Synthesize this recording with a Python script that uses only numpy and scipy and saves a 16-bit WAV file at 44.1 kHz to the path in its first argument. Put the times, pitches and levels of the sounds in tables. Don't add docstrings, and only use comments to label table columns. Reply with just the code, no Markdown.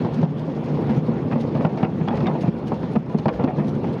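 import sys
import numpy as np
from scipy import signal
from scipy.io import wavfile
from scipy.ndimage import uniform_filter1d

SR = 44100
rng = np.random.default_rng(int(sys.argv[2]) if len(sys.argv) > 2 else 0)


def persist_wave(psi):
    counts = np.round(np.clip(psi, -1, 1) * 32767).astype(np.int16)
    wavfile.write(sys.argv[1], SR, np.atleast_2d(counts).T)


N = 176400
BASS_TOP_HZ, MIDDLE_TOP_HZ, CUTOFF_HZ = 300, 1200, 13200
BODY_BAND_HZ = (85, 485)

# t/s, level/dB
WIND_GUSTS = [(0.0, -52), (0.6, -61.5), (1.31, -64.5), (1.35, -54), (1.82, -57), (1.85, -41), (1.94, -66),
              (2.1, -47), (3.0, -52.5), (3.48, -42.5), (3.51, -53), (3.79, -49.5), (4.0, -67)]
# f/Hz, level/dB
WIND_SPECTRUM = [(25, -15), (48, -3.5), (70, 6), (130, -13.5), (300, -37)]
# t/s, level/dB
RUBS = [(0.146, 7), (0.397, 6), (0.651, 2), (.905, -0.5), (1.16, -12), (1.412, 3.5), (1.66, 0.5),
        (1.921, -16), (2.168, 1), (2.419, 7.5), (2.679, 4.5), (2.93, 0.5), (3.19, 8.5), (3.434, -7),
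        (3.689, 3), (3.94, 4.5)]
# delay/s, level/dB
LIGHT_RUBS = [(.068, -4), (0.166, -4)]
# f/Hz, level/dB
RUB_SPECTRUM = [(1500, 4), (3500, 6), (5800, -2.5), (7800, -15.5), (10000, -18), (12300, -22.5),
                (14000, -34)]
# t/s, f/Hz, level/dB
SQUEAKS = [(.972, 11800, -71), (.972, 5850, -64), (1.415, 10050, -74), (2.422, 10050, -74),
           (2.68, 10100, -76), (2.93, 10100, -73), (3.69, 9900, -72), (3.695, 5800, -63)]
# t/s, bass/dB, middle/dB, treble/dB
ROLL_LEVELS = [(0.0, -20, -28.5, -42), (0.09, -28.5, -31, -45.5), (0.22, -25, -33.5, -46),
               (0.44, -29.5, -33, -47.5), (0.82, -25, -29.5, -43.5), (1.36, -26.5, -32, -47),
               (1.53, -25.5, -30.5, -45), (1.75, -26.5, -30, -45), (1.84, -26.5, -31, -45),
               (2.07, -26, -34, -46.5), (2.24, -29, -28.5, -44.5), (2.33, -29, -30.5, -45.5),
               (2.47, -25.5, -35, -45.5), (2.63, -30.5, -32, -46.5), (3.05, -29, -34, -47.5),
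               (3.33, -31, -29.5, -44), (3.62, -25, -33.5, -47.5), (4.0, -30, -31, -47)]
# f/Hz, level/dB
ROLL_SPECTRUM = [(40, -31.5), (62, -30.5), (90, -8.5), (115, -6.5), (150, 3), (190, -1.5), (225, -0.5),
                 (300, -8.5), (480, -6.5), (630, -15.5), (900, -18.5), (1350, -30), (2000, -35),
                 (2800, -38.5), (4000, -46.5), (6000, -55), (7800, -71), (10000, -64), (13000, -71)]
# f/Hz, level/dB, t60/s
BODY_MODES = [(132, -14.5, 0.056), (151.9, 5, 0.33), (155, -8.5, 0.09), (228.8, 2, 0.21), (262.4, -3, 0.1),
              (343, -3, 0.21)]
# f/Hz, level/dB, t60/s
FRAME_MODES = [(1278, 4, 0.046), (1330, -10, 0.018), (1840, -4, 0.07), (2380, -5, 0.027),
               (2600, -0.5, 0.028), (3540, -10.5, 0.33), (3650, -7.5, .07)]
# t/s, thump/dB, clatter/dB, board/dB, clank/dB, tick/dB, contact/s, thump/Hz, board/Hz, clank/Hz
KNOCKS = [ (.046, -16, -25.5, -41, -43, -42.5, 0.016, 155.4, 897, 1560),
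          (.187, -19.5, -42, -47, -46, -50, 0.0067, 168, 580, 1830),
          (0.228, -12.5, -22, -35.5, -41.5, -42, 0.019, 164, 557, 1580),
          (0.477, -25, -35, -28, -52, -51, .007, 283, 523, 1220),
          (.698, -20.5, -34, -28.5, -53, -68, 0.013, 148, 473, 1300),
          (.785, -20, -27, -27.5, -51, -60, 0.023, 177, 455, 1310),
          (0.892, -15.5, -26.5, -45.5, -38, -42, .011, 221, 510, 1550),
          (.970, -17.5, -44, -50, -62, -59, .011, 171.6, 500, 1700),
          (1.082, -15.5, -27, -28, -49, -56, 0.016, 229, 472, 1020),
          (1.311, -37, -31, -38.5, -39, -53, 0.0063, 188, 947, 2270),
          (1.320, -25, -25, -39, -34.5, -48, .009, 190, 954, 2476),
          (1.354, -20.5, -26.5, -28.5, -48, -49, 0.011, 245, 525, 1710),
          (1.548, -19.5, -27, -28.5, -40, -43, 0.023, 157, 647, 1630),
          (1.606, -30, -22.5, -29, -41.5, -61, 0.0053, 143, 575, 1770),
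          (1.645, -14.5, -18, -28, -29.5, -43, 0.011, 164, 702, 1390),
          (1.665, -26, -28, -24.5, -44, -52, .005, 163, 594, 2510),
          (1.773, -37, -27.5, -38.5, -39, -39, 0.017, 199, 680, 2150),
          (1.827, -13.5, -19, -26, -32.5, -38, 0.017, 185, 757, 2250),
          (1.844, -20.5, -29, -24.5, -30, -46, 0.0059, 151, 468, 2530),
          (2.008, -27, -31, -35, -43.5, -63, .006, 155, 468, 1680),
          (2.075, -26, -26, -38, -38, -44, .005, 194, 845, 1460),
          (2.083, -23.5, -23.5, -35, -34, -36.5, 0.0045, 202, 857, 3390),
          (2.105, -22, -25, -34, -38, -57, 0.012, 241, 817, 1290),
          (2.125, -24, -31, -29.5, -43, -56, 0.015, 198, 847, 1250),
          (2.141, -26.5, -35.5, -31, -42, -50, 0.0075, 232, 514, 1780),
          (2.174, -21, -45, -43, -40, -48, .0089, 156, 960, 1280),
          (2.204, -20.5, -33, -34.5, -38.5, -41.5, 0.0035, 148, 870, 2500),
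          (2.230, -19.5, -31, -35.5, -48, -48, 0.0069, 156, 574, 1610),
          (2.256, -25, -35, -35, -34, -51, 0.027, 173, 727, 2030),
          (2.267, -32, -28.5, -30, -32.5, -33, 0.0042, 163, 736, 3620),
          (2.283, -24.5, -23, -34.5, -47, -55, 0.016, 175, 744, 1150),
          (2.352, -24, -25.5, -36, -45, -55, 0.0046, 152, 883, 1520),
          (2.433, -22.5, -26.5, -33, -53.5, -52, 0.024, 161.6, 694, 1050),
          (2.474, -12, -32, -30.5, -42.5, -54, 0.019, 170.4, 510, 2230),
          (2.718, -20.5, -21, -31, -44, -49, 0.0034, 154, 905, 1640),
          (2.83, -28.5, -31.5, -39, -47, -67, 0.0053, 240, 1010, 2520),
          (2.953, -30, -24, -32.5, -46, -48, 0.0025, 207, 444, 1020),
          (2.958, -14.5, -21.5, -44, -34, -52, 0.0048, 210, 1245, 1340),
          (3.097, -28, -45, -36.5, -48, -58, .005, 238, 985, 1670),
          (3.144, -13, -25.5, -23, -49, -60, 0.0037, 212.6, 426, 800),
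          (3.186, -22, -27.5, -33, -41, -34, 0.0028, 123, 820, 2960),
          (3.256, -12, -14.5, -34.5, -33.5, -36.5, 0.0031, 213, 565, 1500),
          (3.282, -28, -17, -32, -26.5, -31.5, .004, 363, 1070, 1360),
          (3.391, -23, -22.5, -24.5, -39, -65, 0.022, 137.7, 483, 910),
          (3.437, -13, -22, -27.5, -36.5, -35.5, 0.0073, 256.6, 550, 2660),
          (3.473, -21, -20, -23, -33.5, -60, 0.012, 204, 742, 1810),
          (3.502, -24, -28.5, -39, -42, -64, 0.013, 239, 688, 1300),
          (3.581, -17.5, -26.5, -35, -39.5, -47, 0.016, 206, 960, 1670),
          (3.682, -20, -31, -40.5, -55.5, -59, 0.0081, 155, 495, 1500),
          (3.740, -20, -39, -41, -59, -53, 0.015, 147, 576, 1800),
          (3.842, -33, -27.5, -35, -42.5, -59, 0.0031, 161, 817, 1360)]


def from_db(db):
    return 10 ** (np.asarray(db) / 20)


def unit_rms(x):
    return x / np.sqrt(np.mean(x ** 2) + 1e-20)


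def curves(rows):
    times_s, *columns = np.transpose(rows)
    return [np.interp(np.arange(N) / SR, times_s, column) for column in columns]


def drift(rate_hz):
    hop, settle = 40, 2000
    pole = np.exp(-2 * np.pi * rate_hz * hop / SR)
    noise = rng.standard_normal(N // hop + settle + 2)
    slow = signal.lfilter([1], [1, -2 * pole, pole * pole], noise)[settle:]
    return np.interp(np.arange(N) / hop, np.arange(len(slow)), unit_rms(slow))


def bell(t, width_s):
    return np.exp(-(t / width_s) ** 2 / 2)


def band(x, low_hz, high_hz, order=2):
    return signal.sosfilt(signal.butter(order, [low_hz, high_hz], "band", fs=SR, output="sos"), x + 1e-18)


def ring(x, hz, t60_s):
    radius, angle = from_db(-60 / (t60_s * SR)), 2 * np.pi * hz / SR
    return signal.lfilter([1, 0, -1], [1, -2 * radius * np.cos(angle), radius ** 2], x + 1e-18)


def note(t, hz, t60_s):
    return from_db(-60 * t / t60_s) * np.sin(2 * np.pi * (hz * t + rng.random()))


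def banded_noise(spectrum, low_hz, high_hz, flicker_db, flicker_hz):
    hz, db = np.transpose(spectrum)
    edges_hz = np.geomspace(low_hz, high_hz, int(3 * np.log2(high_hz / low_hz)) + 2)
    out = 0
    for low, high in zip(edges_hz, edges_hz[1:]):
        level_db = np.interp(np.log(low * high) / 2, np.log(hz), db) + flicker_db * drift(flicker_hz)
        out += from_db(level_db) * band(rng.standard_normal(N), low, high, order=4)
    return unit_rms(out)


def contacts(t, attack_s, decay_s, tail_db, grain_db):
    noise = rng.standard_normal(len(t))
    grains = rng.standard_normal(len(t) // 24 + 1).repeat(24)[:len(t)]
    decay = np.exp(-t / decay_s) + from_db(tail_db) * np.exp(-t / (2.1 * decay_s))
    return noise * from_db(grain_db * grains) * (1 - np.exp(-t / attack_s)) * decay


def steel_tone(x, low_hz, high_hz, top_hz):
    broad = band(band(x, low_hz, high_hz, order=1), low_hz / 2, CUTOFF_HZ)
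    return signal.sosfilt(signal.butter(5, top_hz, fs=SR, output="sos"), broad)


def wind():
    gust_db, = curves(WIND_GUSTS)
    buffeting = banded_noise(WIND_SPECTRUM, 25, BASS_TOP_HZ, flicker_db=2.5, flicker_hz=20)
    return from_db(gust_db + 3) * buffeting


def wheel_rub():
    t = np.arange(N) / SR
    touches = RUBS + [(at_s + delay_s, db) for at_s, _ in RUBS for delay_s, db in LIGHT_RUBS]
    swell = sum(from_db(db) * bell(t - at_s, width_s=0.01) for at_s, db in touches)
    hiss = banded_noise(RUB_SPECTRUM, MIDDLE_TOP_HZ, CUTOFF_HZ, flicker_db=1, flicker_hz=18)
    grit = unit_rms(from_db(4 * drift(rate_hz=120)))
    out = from_db(-53.5) * swell * grit * hiss
    for at_s, hz, db in SQUEAKS:
        squeak = unit_rms(ring(rng.standard_normal(N), hz, t60_s=0.012))
        out += from_db(db) * bell(t - at_s, width_s=0.016) * squeak
    return out


def rattles(treble_db, taps_per_s=65, decay_s=0.017):
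    taps = (rng.random(N) < taps_per_s / SR) * from_db(1.6 * np.minimum(rng.exponential(1, N), 2.5))
    envelope = signal.lfilter([1], [1, -np.exp(-1 / (decay_s * SR))], taps + 1e-18)
    chatter = steel_tone(envelope * rng.standard_normal(N), low_hz=800, high_hz=2170, top_hz=5700)
    return from_db(treble_db - 9.5) * unit_rms(chatter)


def rolling(bass_db, middle_db, treble_db):
    judder = drift(rate_hz=7.1)
    bass = banded_noise(ROLL_SPECTRUM, 40, BASS_TOP_HZ, flicker_db=2.05, flicker_hz=7.4)
    middle = banded_noise(ROLL_SPECTRUM, BASS_TOP_HZ, MIDDLE_TOP_HZ, flicker_db=2.05, flicker_hz=27)
    treble = banded_noise(ROLL_SPECTRUM, MIDDLE_TOP_HZ, CUTOFF_HZ, flicker_db=2.4, flicker_hz=13)
    return (bass * from_db(bass_db + 0.15 + 0.5 * judder)
            + middle * from_db(middle_db + 0.38 + 0.9 * judder)
            + treble * from_db(treble_db - 3 + 0.54 * judder))


def body_boom(bass_db, evenness=0.85):
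    drone = 0
    for hz, db, t60_s in BODY_MODES:
        mode = ring(rng.standard_normal(N), hz, t60_s)
        envelope = np.sqrt(np.abs(uniform_filter1d(mode ** 2, size=900)) + 1e-12)
        drone += from_db(db) * unit_rms(mode / envelope ** evenness)
    return from_db(bass_db - 0.5) * unit_rms(band(drone, *BODY_BAND_HZ, order=3))


def body_thump(t, spot_hz, rise_s=0.0023, damping_s=0.055, lag_s=0.0031):
    body = sum(from_db(db - 6) * note(t, hz, t60_s) for hz, db, t60_s in BODY_MODES)
    thump = body * np.exp(-t / damping_s) + 2 * note(t, spot_hz, t60_s=0.094)
    thump = band(thump * (1 - np.exp(-t / rise_s)), *BODY_BAND_HZ)
    return np.interp(t - lag_s, t, thump, left=0)


def board_clatter(t, contact_s):
    flurry = contacts(t, attack_s=0.00021, decay_s=2.3 * contact_s, tail_db=-13, grain_db=3)
    return band(flurry, low_hz=250, high_hz=931, order=4)


def board_ring(t, hz, rise_s=0.002):
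    return note(t, hz, t60_s=0.14) * (1 - np.exp(-t / rise_s))


def frame_clank(t, contact_s, part_hz):
    blow = contacts(t, attack_s=0.0022, decay_s=contact_s, tail_db=-12, grain_db=6)
    detune = np.exp(0.049 * rng.standard_normal())
    frame = sum(from_db(db) * unit_rms(ring(blow, hz * detune, t60_s)) for hz, db, t60_s in FRAME_MODES)
    struck = unit_rms(blow) + from_db(-11.5) * unit_rms(frame)
    clank = steel_tone(struck, low_hz=1030, high_hz=2130, top_hz=3300)
    part = band(ring(blow, part_hz, t60_s=0.04), part_hz / 2.14, part_hz * 1.41)
    return unit_rms(clank) + from_db(-7.5) * unit_rms(part)


def steel_tick(t, contact_s):
    tick = contacts(t, attack_s=0.00055, decay_s=0.71 * contact_s, tail_db=-7, grain_db=3.5)
    edge = contacts(t, attack_s=0.0003, decay_s=contact_s / 2, tail_db=-13, grain_db=3)
    return (unit_rms(band(tick, low_hz=2580, high_hz=4940, order=3))
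            + from_db(-31) * unit_rms(band(edge, low_hz=7000, high_hz=CUTOFF_HZ)))


def knocks(length_s=0.2, core_s=0.03):
    t, out = np.arange(int(length_s * SR)) / SR, np.zeros(N + SR)
    for (at_s, thump_db, clatter_db, board_db, clank_db, tick_db,
         contact_s, thump_hz, board_hz, clank_hz) in KNOCKS:
        parts = [(body_thump(t, thump_hz), thump_db - 1.5),
                 (board_clatter(t, contact_s), clatter_db - 5),
                 (board_ring(t, board_hz), board_db - 4),
                 (frame_clank(t, contact_s, clank_hz), clank_db - 4),
                 (steel_tick(t, contact_s), tick_db - 14.5)]
        start = int(at_s * SR)
        for part, db in parts:
            out[start:start + len(t)] += from_db(db) * part / np.std(part[t < core_s])
    return out[:N]


def scene():
    bass_db, middle_db, treble_db = curves(ROLL_LEVELS)
    rumble = rolling(bass_db, middle_db, treble_db) + body_boom(bass_db)
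    return (rumble + knocks() + rattles(treble_db) + wheel_rub() + wind())[None]


def record(dry):
    limit_db, release_db_per_s, ceiling = -15.5, 35, 0.55
    level_db = 10 * np.log10(np.maximum(uniform_filter1d(dry[0] ** 2, size=441), 1e-12))
    release_db = release_db_per_s * np.arange(N) / SR
    duck_db = np.maximum.accumulate(np.maximum(level_db - limit_db, 0) + release_db) - release_db
    limited = dry * from_db(-signal.lfilter(*signal.butter(1, 15, fs=SR), duck_db))
    rounded = limited / (1 + (limited / ceiling) ** 8) ** (1 / 8)
    return signal.sosfilt(signal.cheby2(12, 60, CUTOFF_HZ + 1000, fs=SR, output="sos"), rounded)


dry = scene()
out = record(dry)
persist_wave(out)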